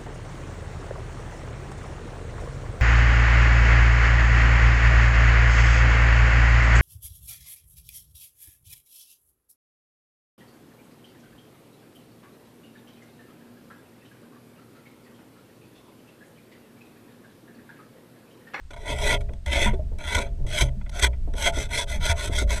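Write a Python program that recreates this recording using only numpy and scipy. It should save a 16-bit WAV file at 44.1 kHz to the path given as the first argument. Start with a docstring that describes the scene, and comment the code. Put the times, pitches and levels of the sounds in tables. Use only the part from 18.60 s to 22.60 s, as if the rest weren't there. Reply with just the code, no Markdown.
"""A steel scraper on a crusted propeller blade, heard under water from a camera housing.
Five separate strokes, then eight quick ones: the edge crushes the crust in countless tiny fractures
that ring scraper and blade, and bigger pieces snap off. Dull knocks and thumps reach the microphone
over the rumble of stirred water and a faint hiss."""
import sys
import numpy as np
from scipy import signal
from scipy.fft import rfft, irfft
from scipy.io import wavfile
from scipy.ndimage import uniform_filter1d

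SR = 44100
rng = np.random.default_rng(int(sys.argv[2]) if len(sys.argv) > 2 else 0)


def master(y):
    """Save y as 16-bit WAV."""
    cut = np.clip(np.atleast_2d(y).T, -1, 1)
    pcm = np.round(cut * 32767)  # scale
    wavfile.write(sys.argv[1], SR, pcm.astype(np.int16))


N = 176400
T = np.arange(N) / SR
FFT_SIZE = 2 ** 18
HZ = np.maximum(np.arange(FFT_SIZE // 2 + 1) * SR / FFT_SIZE, 1)
BODY_EDGE_HZ, TREBLE_EDGE_HZ = 1370, 3320  # borders of the low, middle and treble bands
JUDDER_DB, JUDDER_HZ = 1.4, 85


def undb(db):
    """Decibels to gain."""
    return 10 ** (np.asarray(db) / 20)


def unit(x):
    """Scale to rms 1."""
    return x / np.sqrt(np.mean(x ** 2))


def colour(points, hz):
    """Gain along a spectrum of (f/Hz, level/dB) points."""
    f, db = np.array(points).T
    return undb(np.interp(np.log(hz), np.log(f), db))


def hump(hz, centre_hz, width_hz):
    """Gain of a steep-sided resonance."""
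    return 1 / (1 + ((hz / centre_hz - centre_hz / hz) * centre_hz / width_hz) ** 2)


def causal(gain):
    """Spectrum with these gains that rings only after its cause (minimum phase)."""
    cepstrum = irfft(np.log(gain + 1e-6))
    cepstrum[1:len(cepstrum) // 2] *= 2
    cepstrum[len(cepstrum) // 2 + 1:] = 0
    return np.exp(rfft(cepstrum))


def noise(gain):
    """Noise of a given spectrum, rms 1."""
    return unit(irfft(rfft(rng.standard_normal(FFT_SIZE)) * gain)[:N])


def wander(rate_hz):
    """Random wandering with spread 1."""
    return noise(1 / (1 + (HZ / rate_hz) ** 4))


def add(out, start, sound):
    """Mix a sound in at its start time."""
    i = max(int(start * SR), 0)
    out[i:i + len(sound)] += sound[:max(N - i, 0)]


def water(low_cut_hz=15, swirl_db=2.2, swirl_hz=7.3):
    """Stirred water rumbles right against the housing."""
    # slow swell of the rumble: t/s, level/dB
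    swell = [(0, -45.5), (0.199, -35.5), (.55, -24), (.78, -35), (1.12, -23), (1.45, -31.5), (1.9, -28),
             (2.3, -28), (3.45, -25)]
    # rumble spectrum: f/Hz, relative level/dB
    spectrum = [(25, 5), (40, -1.5), (80, -5.5), (100, -21), (160, -22.5), (300, -38), (650, -51.5),
                (2000, -75)]
    times, db = np.array(swell).T
    rumble = noise(colour(spectrum, HZ) / (1 + (low_cut_hz / HZ) ** 2))
    swirl = undb(swirl_db * wander(swirl_hz))
    return rumble * swirl * undb(np.interp(T, times, db))


def hiss(level_db=-65):
    """A faint, steady hiss behind everything, with a narrow peak in the treble."""
    # hiss spectrum: f/Hz, relative level/dB
    spectrum = [(2000, 2), (8200, -6.5), (8650, 2), (9100, -14), (15000, -18)]
    return undb(level_db) * noise(colour(spectrum, HZ))


def metal_response(hz, detune=0.017):
    """Scraper and blade struck at one place: each place tunes the resonances a little differently."""
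    # broad spectrum of the fractures between the resonances: f/Hz, relative level/dB
    crunch = [(120, -27), (300, -7.5), (1150, -20.5), (1650, -9.5), (2850, -24), (5200, -15), (7100, -20.5),
              (11200, -21), (12800, -32), (15500, -34.5)]
    # resonances of scraper and blade: f/Hz, width/Hz, relative level/dB
    resonances = [(419.7, 30, -1.5), (606.7, 46, 4), (682, 39, 2.5), (935, 120, -2.5), (1462, 140, 2),
                  (2033, 154, 4), (2226, 257, 1), (2552, 170, -5), (3354, 393, 1.5), (3964, 350, -5),
                  (6080, 640, -6), (8054, 1040, -9.5), (9910, 930, -15)]
    power = colour(crunch, hz) ** 2
    for centre, width, db in resonances:
        tuned = centre * (1 + detune * rng.standard_normal())
        power += (undb(db) * hump(hz, tuned, width)) ** 2
    return causal(np.sqrt(power))


def fractures(size, per_s=3500, spread_db=3.5, bounce_s=0.0068, bounce_db=3.5, travel_hz=4.21):
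    """Tiny fractures ring the metal as the edge travels: low, middle and treble bands, each rms 1."""
    hz = np.maximum(np.arange(size // 2 + 1) * SR / size, 1)
    t = np.arange(size) / SR
    clicks = (rng.random(size) < per_s / SR) * rng.choice([-1, 1], size)
    clicks = clicks * undb(spread_db * np.minimum(rng.exponential(size=size), 5))
    ringing = rfft(clicks) * metal_response(hz)
    for share in (np.cos, np.sin):  # waves bounce inside the blade from two places in turn
        bounces = rng.standard_normal(size) * np.exp(-t / bounce_s)
        bounces *= undb(bounce_db) / np.sqrt(np.sum(bounces ** 2))
        clicks_here = clicks * share(2 * np.pi * travel_hz * t)
        ringing += rfft(clicks_here) * rfft(bounces) * metal_response(hz)
    low = 1 / (1 + (hz / BODY_EDGE_HZ) ** 16)
    high = 1 / (1 + (TREBLE_EDGE_HZ / hz) ** 16)
    return [unit(irfft(ringing * band)) for band in (low, 1 - low - high, high)]


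def rasp(db, treble_db, body_db, size=32768, body_follow=0.66, pivot_db=-28):
    """One contact of the edge: the middle band follows the curve db, the low resonances swell less."""
    low, middle, high = (band[:len(db)] for band in fractures(size))
    low_db = pivot_db + body_follow * (db - pivot_db) + body_db
    return low * undb(low_db) + middle * undb(db) + high * undb(db + treble_db)


def chips(rise_s=0.0033, size=8192):
    """Chips break off and the edge taps: sudden bursts of fractures, some milliseconds long."""
    # chips and taps: t/s, level/dB before the rise shapes it, length/s, treble offset/dB
    snaps = [(0.105, -43.5, 0.016, -7), (0.132, -40, 0.014, -11.5), (0.161, -44, 0.014, -11),
             (0.605, -48.5, 0.013, -0.5), (0.689, -42, 0.0065, -31), (0.733, -42, 0.0053, -3.5),
             (0.86, -36.5, 0.0051, 5), (1.13, -44.5, 0.021, -10.5), (1.385, -38.5, 0.0034, 4),
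             (1.547, -18.5, 0.0084, -4.5), (2.007, -20, 0.02, -3), (2.211, -47, 0.0093, -27),
             (2.26, -48.5, 0.013, -25), (2.293, -42.5, 0.0063, 2), (2.393, -26.5, 0.007, 2),
             (2.423, -23, 0.019, 2.5), (2.529, -47.5, 0.018, -35), (2.735, -34, 0.0069, -10.5),
             (2.857, -21, 0.029, -8.5), (3.453, -27.5, 0.016, 2.5), (3.497, -33.5, 0.033, -12),
             (3.784, -27.5, 0.0077, 5), (3.904, -26.5, 0.0067, -0.5)]
    out, t = np.zeros(N), np.arange(size) / SR
    for start, db, length, treble_db in snaps:
        fade_db = 20 / np.log(10) * (t / length) ** 2
        burst = rasp(db - fade_db, treble_db, body_db=-6, size=size)
        add(out, start, burst * (1 - np.exp(-t / rise_s)))
    return out


def blade(contact, gain_db=-1):
    """The blade's long modes, shaken by noise that follows the low, heavy part of each contact."""
    # blade modes: f/Hz, t60/s, relative level/dB
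    modes = [(121.6, 0.79, -3.5), (212, 0.23, -9), (410, 0.42, -13), (562.7, 0.24, -7.5),
             (609.1, 0.35, -10), (677.7, 0.39, -11.5), (870, 0.2, -14.5)]
    heavy = irfft(rfft(contact, FFT_SIZE) / (1 + (HZ / BODY_EDGE_HZ) ** 10))[:N]
    envelope = np.sqrt(np.abs(uniform_filter1d(heavy ** 2, size=256)))
    shaking = envelope * rng.standard_normal(N)
    t, ring = T[:SR // 2], 0
    for hz, t60, db in modes:
        mode = np.sin(2 * np.pi * hz * t) * np.exp(-np.log(1000) * t / t60)
        ring = ring + undb(db) * mode / np.sqrt(np.sum(mode ** 2))
    return undb(gain_db) * signal.fftconvolve(shaking, ring)[:N]


def separate_strokes(ease_s=0.029, ease_db=9):
    """Long pushes bite harder as they go and dull as they stop; each stroke has its own colour around 1.4 kHz."""
    # course of the rasp, one curve a stroke: t/s, level/dB
    strokes = [
        [(.175, -57), (.255, -44.5), (.285, -31.5), (.33, -31), (.357, -42.5), (.45, -26), (.552, -24),
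         (.578, -47)],
        [(.862, -34.5), (.905, -38), (.93, -21), (.995, -27), (1.04, -21), (1.085, -31.5), (1.125, -49)],
        [(1.385, -51.5), (1.48, -37.5), (1.545, -28.5), (1.615, -36.5), (1.64, -46.5), (1.695, -58)],
        [(1.866, -49), (1.92, -39), (1.995, -29), (2.03, -39), (2.095, -53.5)],
        [(2.315, -60), (2.36, -41), (2.415, -40), (2.435, -24), (2.47, -27), (2.49, -64)],
    ]
    # tone offsets, one row a stroke: treble/dB, low resonances/dB, lower middle/dB
    tones = [(-8, -2.5, -9.5), (-10, -4.5, -5), (-5, -6.5, 1.5), (-2, -8.5, -2.5), (-1, -4.5, 2)]
    out = np.zeros(N)
    for stroke, (treble_db, body_db, middle_db) in zip(strokes, tones):
        times, db = np.array(stroke).T
        t = np.arange(times[0], times[-1], 1 / SR)
        easing = np.exp(-((times[-1] - t) / ease_s) ** 2)
        push = rasp(np.interp(t, times, db), treble_db - ease_db * easing, body_db)
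        lower_middle = undb(middle_db * hump(HZ, centre_hz=1370, width_hz=620))
        add(out, times[0], irfft(rfft(push, FFT_SIZE) * lower_middle)[:len(t)])
    return out


def knocks():
    """Hand and handle knock: abrupt, unpitched rattles that reach the microphone dull through the water."""
    # knocks: t/s, level/dB, decay/s
    hits = [(0.691, -38.5, 0.022), (1.131, -28.5, 0.0098), (1.192, -39, 0.014), (1.317, -42.5, 0.019),
            (1.572, -31.5, 0.046), (1.787, -47.5, 0.027), (1.843, -39, .03), (2.014, -36, 0.037),
            (2.437, -31.5, 0.02), (2.674, -32.5, 0.01), (2.738, -33, .01), (2.968, -31, 0.019),
            (3.693, -26.5, 0.0085), (3.818, -27.5, 0.011)]
    force = sum(undb(db) * np.exp(-np.abs(T - start) / decay) * (T > start) for start, db, decay in hits)
    rattle = force * rng.standard_normal(N)
    band = unit(hump(HZ, centre_hz=333, width_hz=560) ** 2 / (1 + (HZ / BODY_EDGE_HZ) ** 10))
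    return irfft(rfft(rattle, FFT_SIZE) * causal(band))[:N]


def thumps_and_blips(rise_s=0.0043):
    """Low thumps of the housing and two short, higher ringing blips, each dying away quickly."""
    # thumps and short blips: t/s, level/dB before the rise shapes it, f/Hz, decay/s
    pulses = [(0.868, -18, 64.8, 0.068), (1.059, -21, 209.3, 0.038), (1.082, -24.5, 117, 0.063),
              (1.131, -23.5, 382, 0.019), (1.191, -26.5, 620, 0.014), (1.558, -9, 63, 0.015),
              (1.809, -25.5, 123.8, 0.068), (2.01, -10, 54.5, 0.034), (2.019, -19.5, 128.4, 0.076),
              (2.165, -32.5, 202.5, 0.044), (2.428, -11, 60.7, 0.053), (3.496, -13, 77.8, 0.037),
              (3.818, -15, 53, 0.092)]
    out, t = np.zeros(N), T[:SR // 2]
    for start, db, hz, decay in pulses:
        envelope = np.exp(-t / decay) * (1 - np.exp(-t / rise_s))
        add(out, start, undb(db) * envelope * np.sin(2 * np.pi * hz * t))
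    return out


def hollow_rings(swell_cycles=11.2, wobble_rad=0.56):
    """A hard push makes one resonance swell and die away, its pitch unsteady under the edge."""
    # rings on the hardest pushes: t/s, peak level/dB, f/Hz
    rings = [(1.058, -23, 955), (1.57, -28, 976), (1.935, -35.5, 608), (1.988, -32, 993),
             (2.428, -28.5, 979), (2.868, -26.5, 678), (3.185, -30, 964), (3.495, -30, 674),
             (3.5, -30.5, 926), (3.78, -27, 1458), (3.9, -34.5, 977)]
    out, wobble = np.zeros(N), wobble_rad * wander(JUDDER_HZ)
    for start, db, hz in rings:
        cycles = hz * np.maximum(T - start, 0)
        age = cycles / swell_cycles
        out += undb(db) * age * np.exp(1 - age) * np.sin(2 * np.pi * cycles + wobble)
    return out


def quick_strokes(speed_power=1.4, dulling_db=3):
    """The scraper goes to and fro: speed rises and falls in an arch and sets loudness and brightness."""
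    # quick strokes: start t/s, fastest t/s, end t/s, level/dB at full speed
    strokes = [(2.744, 2.868, 2.915, -31), (2.916, 3, 3.085, -36), (3.082, 3.189, 3.253, -29.5),
               (3.263, 3.318, 3.397, -37.5), (3.39, 3.522, 3.533, -29.5), (3.541, 3.644, 3.708, -35.5),
               (3.697, 3.788, 3.852, -32.5), (3.867, 3.945, 4.01, -35)]
    out = np.zeros(N)
    for start, fastest, end, db in strokes:
        t = np.arange(start, end, 1 / SR)
        arch = np.interp(t, [start, fastest, end], [0, np.pi / 2, np.pi])
        speed = np.maximum(np.sin(arch), .01)
        level_db = db + speed_power * 20 * np.log10(speed)
        add(out, start, rasp(level_db, treble_db=dulling_db * (speed - 1), body_db=-6))
    return out


def scene():
    """At the housing, in mono: juddering strokes, chips, knocks, ringing metal, thumps, rumble and hiss."""
    strokes = separate_strokes() + quick_strokes()
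    judder = undb(JUDDER_DB * wander(JUDDER_HZ))
    contact = strokes * judder + chips() + knocks()
    return (contact + blade(contact) + hollow_rings() + thumps_and_blips() + water() + hiss())[None]


def record(dry):
    """The camera cuts the top steeply above 15250 Hz."""
    return signal.sosfilt(signal.ellip(10, .2, 80, 15250, fs=SR, output="sos"), dry)


dry = scene()
out = record(dry)
master(out)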